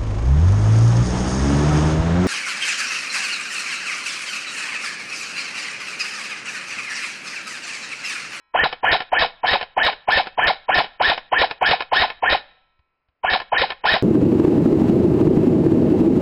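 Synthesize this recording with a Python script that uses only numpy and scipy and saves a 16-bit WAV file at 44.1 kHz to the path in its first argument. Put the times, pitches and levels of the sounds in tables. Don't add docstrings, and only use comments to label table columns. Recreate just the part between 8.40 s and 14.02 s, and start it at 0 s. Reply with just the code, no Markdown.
import sys
import numpy as np
from scipy import signal
from scipy.fft import rfft, irfft
from scipy.io import wavfile
from scipy.ndimage import uniform_filter1d

SR = 44100
rng = np.random.default_rng(int(sys.argv[2]) if len(sys.argv) > 2 else 0)


def inscribe(sig):
    pcm = np.round(np.clip(np.atleast_2d(sig).T, -1, 1) * 32767)
    wavfile.write(sys.argv[1], SR, pcm.astype(np.int16))


N = 248061
T = np.arange(SR // 4) / SR


def amp(db):
    return 10 ** (np.asarray(db) / 20)


def unit_rms(x):
    return x / np.sqrt(np.mean(x ** 2) + 1e-20)


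def log_interp(points, hz):
    f, value = np.transpose(points)
    return np.interp(np.log(hz + 1), np.log(f + 1), value)


def add(mix, start_s, sound):
    start = round(start_s * SR)
    sound = sound[max(-start, 0):]
    part = mix[max(start, 0):][:len(sound)]
    part += sound[:len(part)]


def noise(spectrum, size):
    gain = amp(log_interp(spectrum, np.fft.rfftfreq(size, 1 / SR)))
    return unit_rms(irfft(rfft(rng.standard_normal(size)) * gain, size))


def lowpass(x, hz):
    return signal.oaconvolve(x, signal.firwin(601, hz, window=("kaiser", 8), fs=SR), "same")


def swell(t, peak_s, width_s):
    return np.exp(-((t - peak_s) / width_s) ** 2)


# frequency_hz, gain_db
AIR_SPECTRUM = [(25, 1), (80, -5), (200, -13.5), (600, -10), (1100, -12.5), (2600, -14.5), (3400, -28),
                (5400, -30)]
def air(level_db=-77):
    return amp(level_db) * noise(AIR_SPECTRUM, N)


# frequency_hz, t60_s
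TREE_DECAY = [(100, 0.35), (500, 0.61), (1500, 0.57), (3000, 0.73), (5500, 0.5)]
def trees(x, far_db=-30, near_db=-17, near_t60=0.16):
    hz, frame_s, bands = signal.stft(rng.standard_normal(SR), SR, nperseg=256)
    decay = amp(-60 * frame_s / log_interp(TREE_DECAY, hz)[:, None])
    t = np.arange(SR) / SR
    far = signal.istft(bands * decay, SR, nperseg=256)[1][:SR] * np.minimum(t / 0.037, 1)
    near = rng.standard_normal(SR) * amp(-60 * t / near_t60) * (t > .008)
    response = amp(far_db) * far / np.linalg.norm(far) + amp(near_db) * near / np.linalg.norm(near)
    return signal.fftconvolve(x, response)[:N]


# pitch_hz, level_db, t60_s
SPRING_MODES = [(845, -62, 1), (962, -64, 1.6), (1036, -64, 2.2), (1324, -60, 1.8), (1518, -60, .8),
                (1653, -51, .72), (1879, -63, 1.7), (2272, -62, 1.6), (2509, -64, 1.7), (3025, -60, .9),
                (3375, -62, .78), (4024, -61, 1.1), (5222, -67, .85)]
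def spring_ring(earlier_s=0.24):
    t, out = np.arange(2 * SR) / SR, np.zeros(N)
    ring = sum(amp(db - 60 * t / t60) * np.sin(2 * np.pi * hz * t) for hz, db, t60 in SPRING_MODES)
    add(out, -earlier_s, ring)
    for _, blow_s, _ in SHOT_CYCLES:
        add(out, blow_s + rng.uniform(0, 0.0052), ring)
    return out


def swing(hz, t60, rise_s=0.0025):
    pitch_hz = hz * (1 + .03 * rng.standard_normal())
    return np.sin(2 * np.pi * pitch_hz * T) * amp(-60 * T / t60) * (1 - np.exp(-T / rise_s))


# start_s, gain_db
HAND_BUMPS = [(3.923, -18), (4.392, -48), (4.686, -54.5)]
def handling(rustle_db=-9):
    out = np.zeros(N)
    for start_s, db in HAND_BUMPS:
        add(out, start_s, amp(db) * (swing(hz=65, t60=0.066) + amp(rustle_db) * click()))
    return out


# delay_s, pitch_hz, gain_db, t60_s
RECOIL_PUSHES = [(0.018, 110.1, -28, 0.056), (0.054, 82.05, -36, 0.039), (0.088, 62, -20.5, 0.066),
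                 (0.104, 131.8, -19, 0.03)]
def recoil(rumble_db=-50, rumble_t60=0.95):
    out = np.zeros(N)
    decay = amp(rumble_db - 60 * np.arange(SR) / SR / rumble_t60)
    for pull_s, blow_s, shot_db in SHOT_CYCLES:
        pace = CYCLE_S / (blow_s - pull_s)
        for delay_s, hz, db, t60 in RECOIL_PUSHES:
            add(out, pull_s + delay_s / pace, amp(db + shot_db) * swing(hz, t60))
        add(out, blow_s, noise([(15, 5), (60, -11), (200, -16), (1000, -50.5)], SR) * decay)
    return out


# pitch_hz, bandwidth_hz, gain_db
BODY_MODES = [(513.6, 43, -1.5), (750, 77, 8), (852.5, 150, 4), (1020, 84, 4), (1440, 200, 3.5),
              (1740, 142, 6.5), (2217, 220, 3.5), (2492, 200, 0), (2975, 260, 2.5), (3737, 120, 0),
              (4960, 95, -14)]
def body(force, direct=0.011):
    t = T[:SR // 20]
    ring = np.zeros(len(t))
    for hz, bandwidth_hz, db in BODY_MODES:
        damping = np.pi * bandwidth_hz
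        ring += amp(db) * 2 * damping / SR * np.exp(-damping * t) * np.cos(2 * np.pi * hz * t)
    return signal.fftconvolve(force, ring)[:len(force)] + direct * force


def scrape(level_db=-21, peak_s=0.03, width_s=0.0071):
    force = signal.lfilter([1], [1, -.6], rng.standard_normal(len(T)))
    return amp(level_db) * unit_rms(body(force)) * swell(T, peak_s, width_s)


def click(chatter_t60=0.048, snap=5, tilt=0.7, level_db=1):
    force = rng.standard_normal(len(T)) * amp(-60 * T / chatter_t60)
    force[0] += snap
    sound = body(signal.lfilter([1], [1, -tilt], force))
    return amp(level_db) * sound / abs(sound).max()


# click_s, gain_db, rebound_gain_db
TRIGGER_RETURNS = [(.327, -16, -35), (.604, -13, -19.5), (1.212, -12.5, -15.5), (1.528, -18.5, -38),
                   (1.871, -13.5, -34), (2.444, -16, -27.5), (2.778, -14, -38.5), (3.111, -12.5, -30),
                   (3.406, -11, -15.5), (3.702, -14.5, -32), (5.001, -17, -21.5), (5.304, -11.5, -16)]
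def trigger(scrape_lead_s=0.037, rebound_s=0.016):
    out = np.zeros(N)
    for click_s, db, rebound_db in TRIGGER_RETURNS:
        add(out, click_s - scrape_lead_s, amp(db) * scrape())
        add(out, click_s, amp(db) * click())
        add(out, click_s + rebound_s, amp(rebound_db) * click())
    return out


def coil_buzz(hz=3900, width_hz=380, level_db=-26, t60=0.2):
    detuning = 2 * (np.fft.rfftfreq(len(T), 1 / SR) - hz) / width_hz
    band = irfft(rfft(rng.standard_normal(len(T))) / (1 + detuning ** 2), len(T))
    return unit_rms(band) * amp(level_db - 60 * T / t60) * np.minimum(T / 0.0015, 1)


def squawk(start_hz=1050, end_hz=780, level_db=-17, peak_s=.0125, width_s=0.0042, vary_db=2):
    hz = np.interp(T, [peak_s - width_s, peak_s + width_s], [start_hz, end_hz])
    level = amp(level_db + vary_db * rng.standard_normal())
    return level * np.sin(2 * np.pi * (np.cumsum(hz) / SR + rng.random())) * swell(T, peak_s, width_s)


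CYCLE_S, STOP_S = .106, 0.1344
def motor_speed(t, spin_up_s=.0325, shape=1.45, brake_s=.095, half_speed_s=.032):
    spin_up = 1 - np.exp(-(t / spin_up_s) ** shape)
    return spin_up / (1 + (np.maximum(t - brake_s, 0) / half_speed_s) ** 2)


def gear_rattle(t, impacts_per_s=700, level_db=-18, slack_s=0.014, loose_s=.078, fall_db_per_s=201):
    knocks = unit_rms(rng.standard_normal(len(T)) * (rng.random(len(T)) < impacts_per_s / SR))
    grinding = rng.standard_normal(len(T))
    loose_db = 1.0 * (t > loose_s)
    db = level_db + loose_db - fall_db_per_s * np.maximum(t - STOP_S, 0)
    envelope = np.minimum(t / slack_s, 1) * motor_speed(t) ** .6 * amp(db)
    return unit_rms(body(knocks + grinding)) * envelope


# peak_s, width_s, gain_db
LOAD_PEAKS = [(0.021, 0.0079, 11.5), (.064, 0.014, 7), (.103, .008, 5), (0.132, 0.0075, 5.5)]
def tooth_load(t, rise_s=0.018, fall_db_per_s=1300):
    db = sum(gain_db * swell(t, peak_s, width_s) for peak_s, width_s, gain_db in LOAD_PEAKS)
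    return np.minimum(t / rise_s, 1) ** 2 * amp(db - fall_db_per_s * np.maximum(t - STOP_S, 0))


MESH_HARMONICS = [-8, -11, -14]
def gearbox(pace, top_hz=1906, whine_db=-19.5, flutter=0.016, spread=0.012, shudder=0.4, runout=.18):
    wobble, tremor = (noise([(1, 0), (200, 0), (600, -30), (2000, -100)], len(T)) for _ in range(2))
    t = T * pace
    speed = motor_speed(t)
    mesh_hz = top_hz * speed * (1 + spread * rng.standard_normal() + flutter * wobble)
    phase = 2 * np.pi * (np.cumsum(mesh_hz) / SR + 10 * rng.random())
    shaft = 1 + runout * np.sin(phase / 10)
    teeth = sum(amp(db) * speed ** k * np.sin((k + 1) * phase) for k, db in enumerate(MESH_HARMONICS))
    whine = body(np.sqrt(2) * teeth * amp(whine_db) * tooth_load(t) * (1 + shudder * tremor))
    fade = np.clip((T[-1] - T) / 0.11, 0, 1)
    return shaft * (whine + gear_rattle(t)) * fade


# frequency_hz, gain_db
BLOW_SPECTRUM = [(88, -44.5), (150, -9.5), (312, -15.5), (480, -2), (640, 0.5), (846, -8.5), (1210, -5),
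                 (1680, -5), (1920, -7.5), (2150, -2.5), (2330, -6.5), (3390, -8), (3870, -1),
                 (4300, -13.5), (5300, -20.5), (6890, -49.5), (11700, -120)]
def piston(level_db=-7, rise_s=0.00047, hold_s=0.0039, t60=.05, pop_hz=630, pop_db=-11, pop_t60=0.045):
    decay_s = np.maximum(T - hold_s, 0)
    crack = noise(BLOW_SPECTRUM, len(T)) * amp(level_db - 60 * decay_s / t60)
    pop = np.sin(2 * np.pi * pop_hz * rng.uniform(0.85, 1.2) * T) * amp(pop_db - 60 * decay_s / pop_t60)
    return (crack + pop) * (1 - np.exp(-T / rise_s))


# pull_s, blow_s, gain_db
SHOT_CYCLES = [(.134, 0.236, -1), (0.424, 0.527, 1), (0.713, 0.82, -0.5), (1.026, 1.132, -1),
               (1.359, 1.465, -0.5), (1.669, 1.774, 0), (1.969, 2.079, 0), (2.277, 2.383, 0),
               (2.592, 2.697, 0), (2.91, 3.015, 0), (3.205, 3.311, 1), (3.51, 3.618, 0.5),
               (3.817, 3.924, 0), (4.828, 4.933, -2.5), (5.112, 5.216, -1.5), (5.432, 5.538, 0.5)]
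def shots():
    out = np.zeros(N)
    for pull_s, blow_s, db in SHOT_CYCLES:
        pace = CYCLE_S / (blow_s - pull_s)
        add(out, pull_s, amp(db) * (gearbox(pace) + squawk()))
        add(out, blow_s, amp(db) * (piston() + coil_buzz()))
    return out


def scene():
    gun = shots() + trigger()
    return (air() + trees(gun) + spring_ring() + handling() + recoil() + gun)[None]


TREBLE_ONSETS = [.241, .516, .789, 1.064, 1.431, 1.704, 2.070, 2.345, 2.619, 2.985, 3.258, 3.533, 3.898,
                 4.900, 5.178, 5.453]
def muffle(x, dull_hz=3230, bright_hz=5380, lead_s=0.017):
    dull = np.zeros(N)
    for (pull_s, _, _), onset_s in zip(SHOT_CYCLES, TREBLE_ONSETS):
        length = max(round((onset_s - pull_s + lead_s) * SR), 1)
        add(dull, pull_s - lead_s, np.ones(length))
    dull = uniform_filter1d(dull, size=200)
    return dull * lowpass(x, dull_hz) + (1 - dull) * lowpass(x, bright_hz)


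def record(dry, overload_db=-6.5, ceiling_db=-8.4, recovery_db_per_s=500, block=24):
    x = muffle(amp(overload_db) * np.tanh(dry[0] / amp(overload_db)))
    peaks = np.maximum.reduceat(abs(x), np.arange(0, N, block))
    over_db = np.maximum(20 * np.log10(peaks + 1e-9) - ceiling_db, 0)
    recovery_db = np.arange(len(peaks)) * block / SR * recovery_db_per_s
    held_db = np.maximum.accumulate(over_db + recovery_db) - recovery_db
    gain = amp(-np.repeat(held_db, block)[:N])
    return lowpass(x * gain, hz=15900)[None]


dry = scene()
out = record(dry)
inscribe(out)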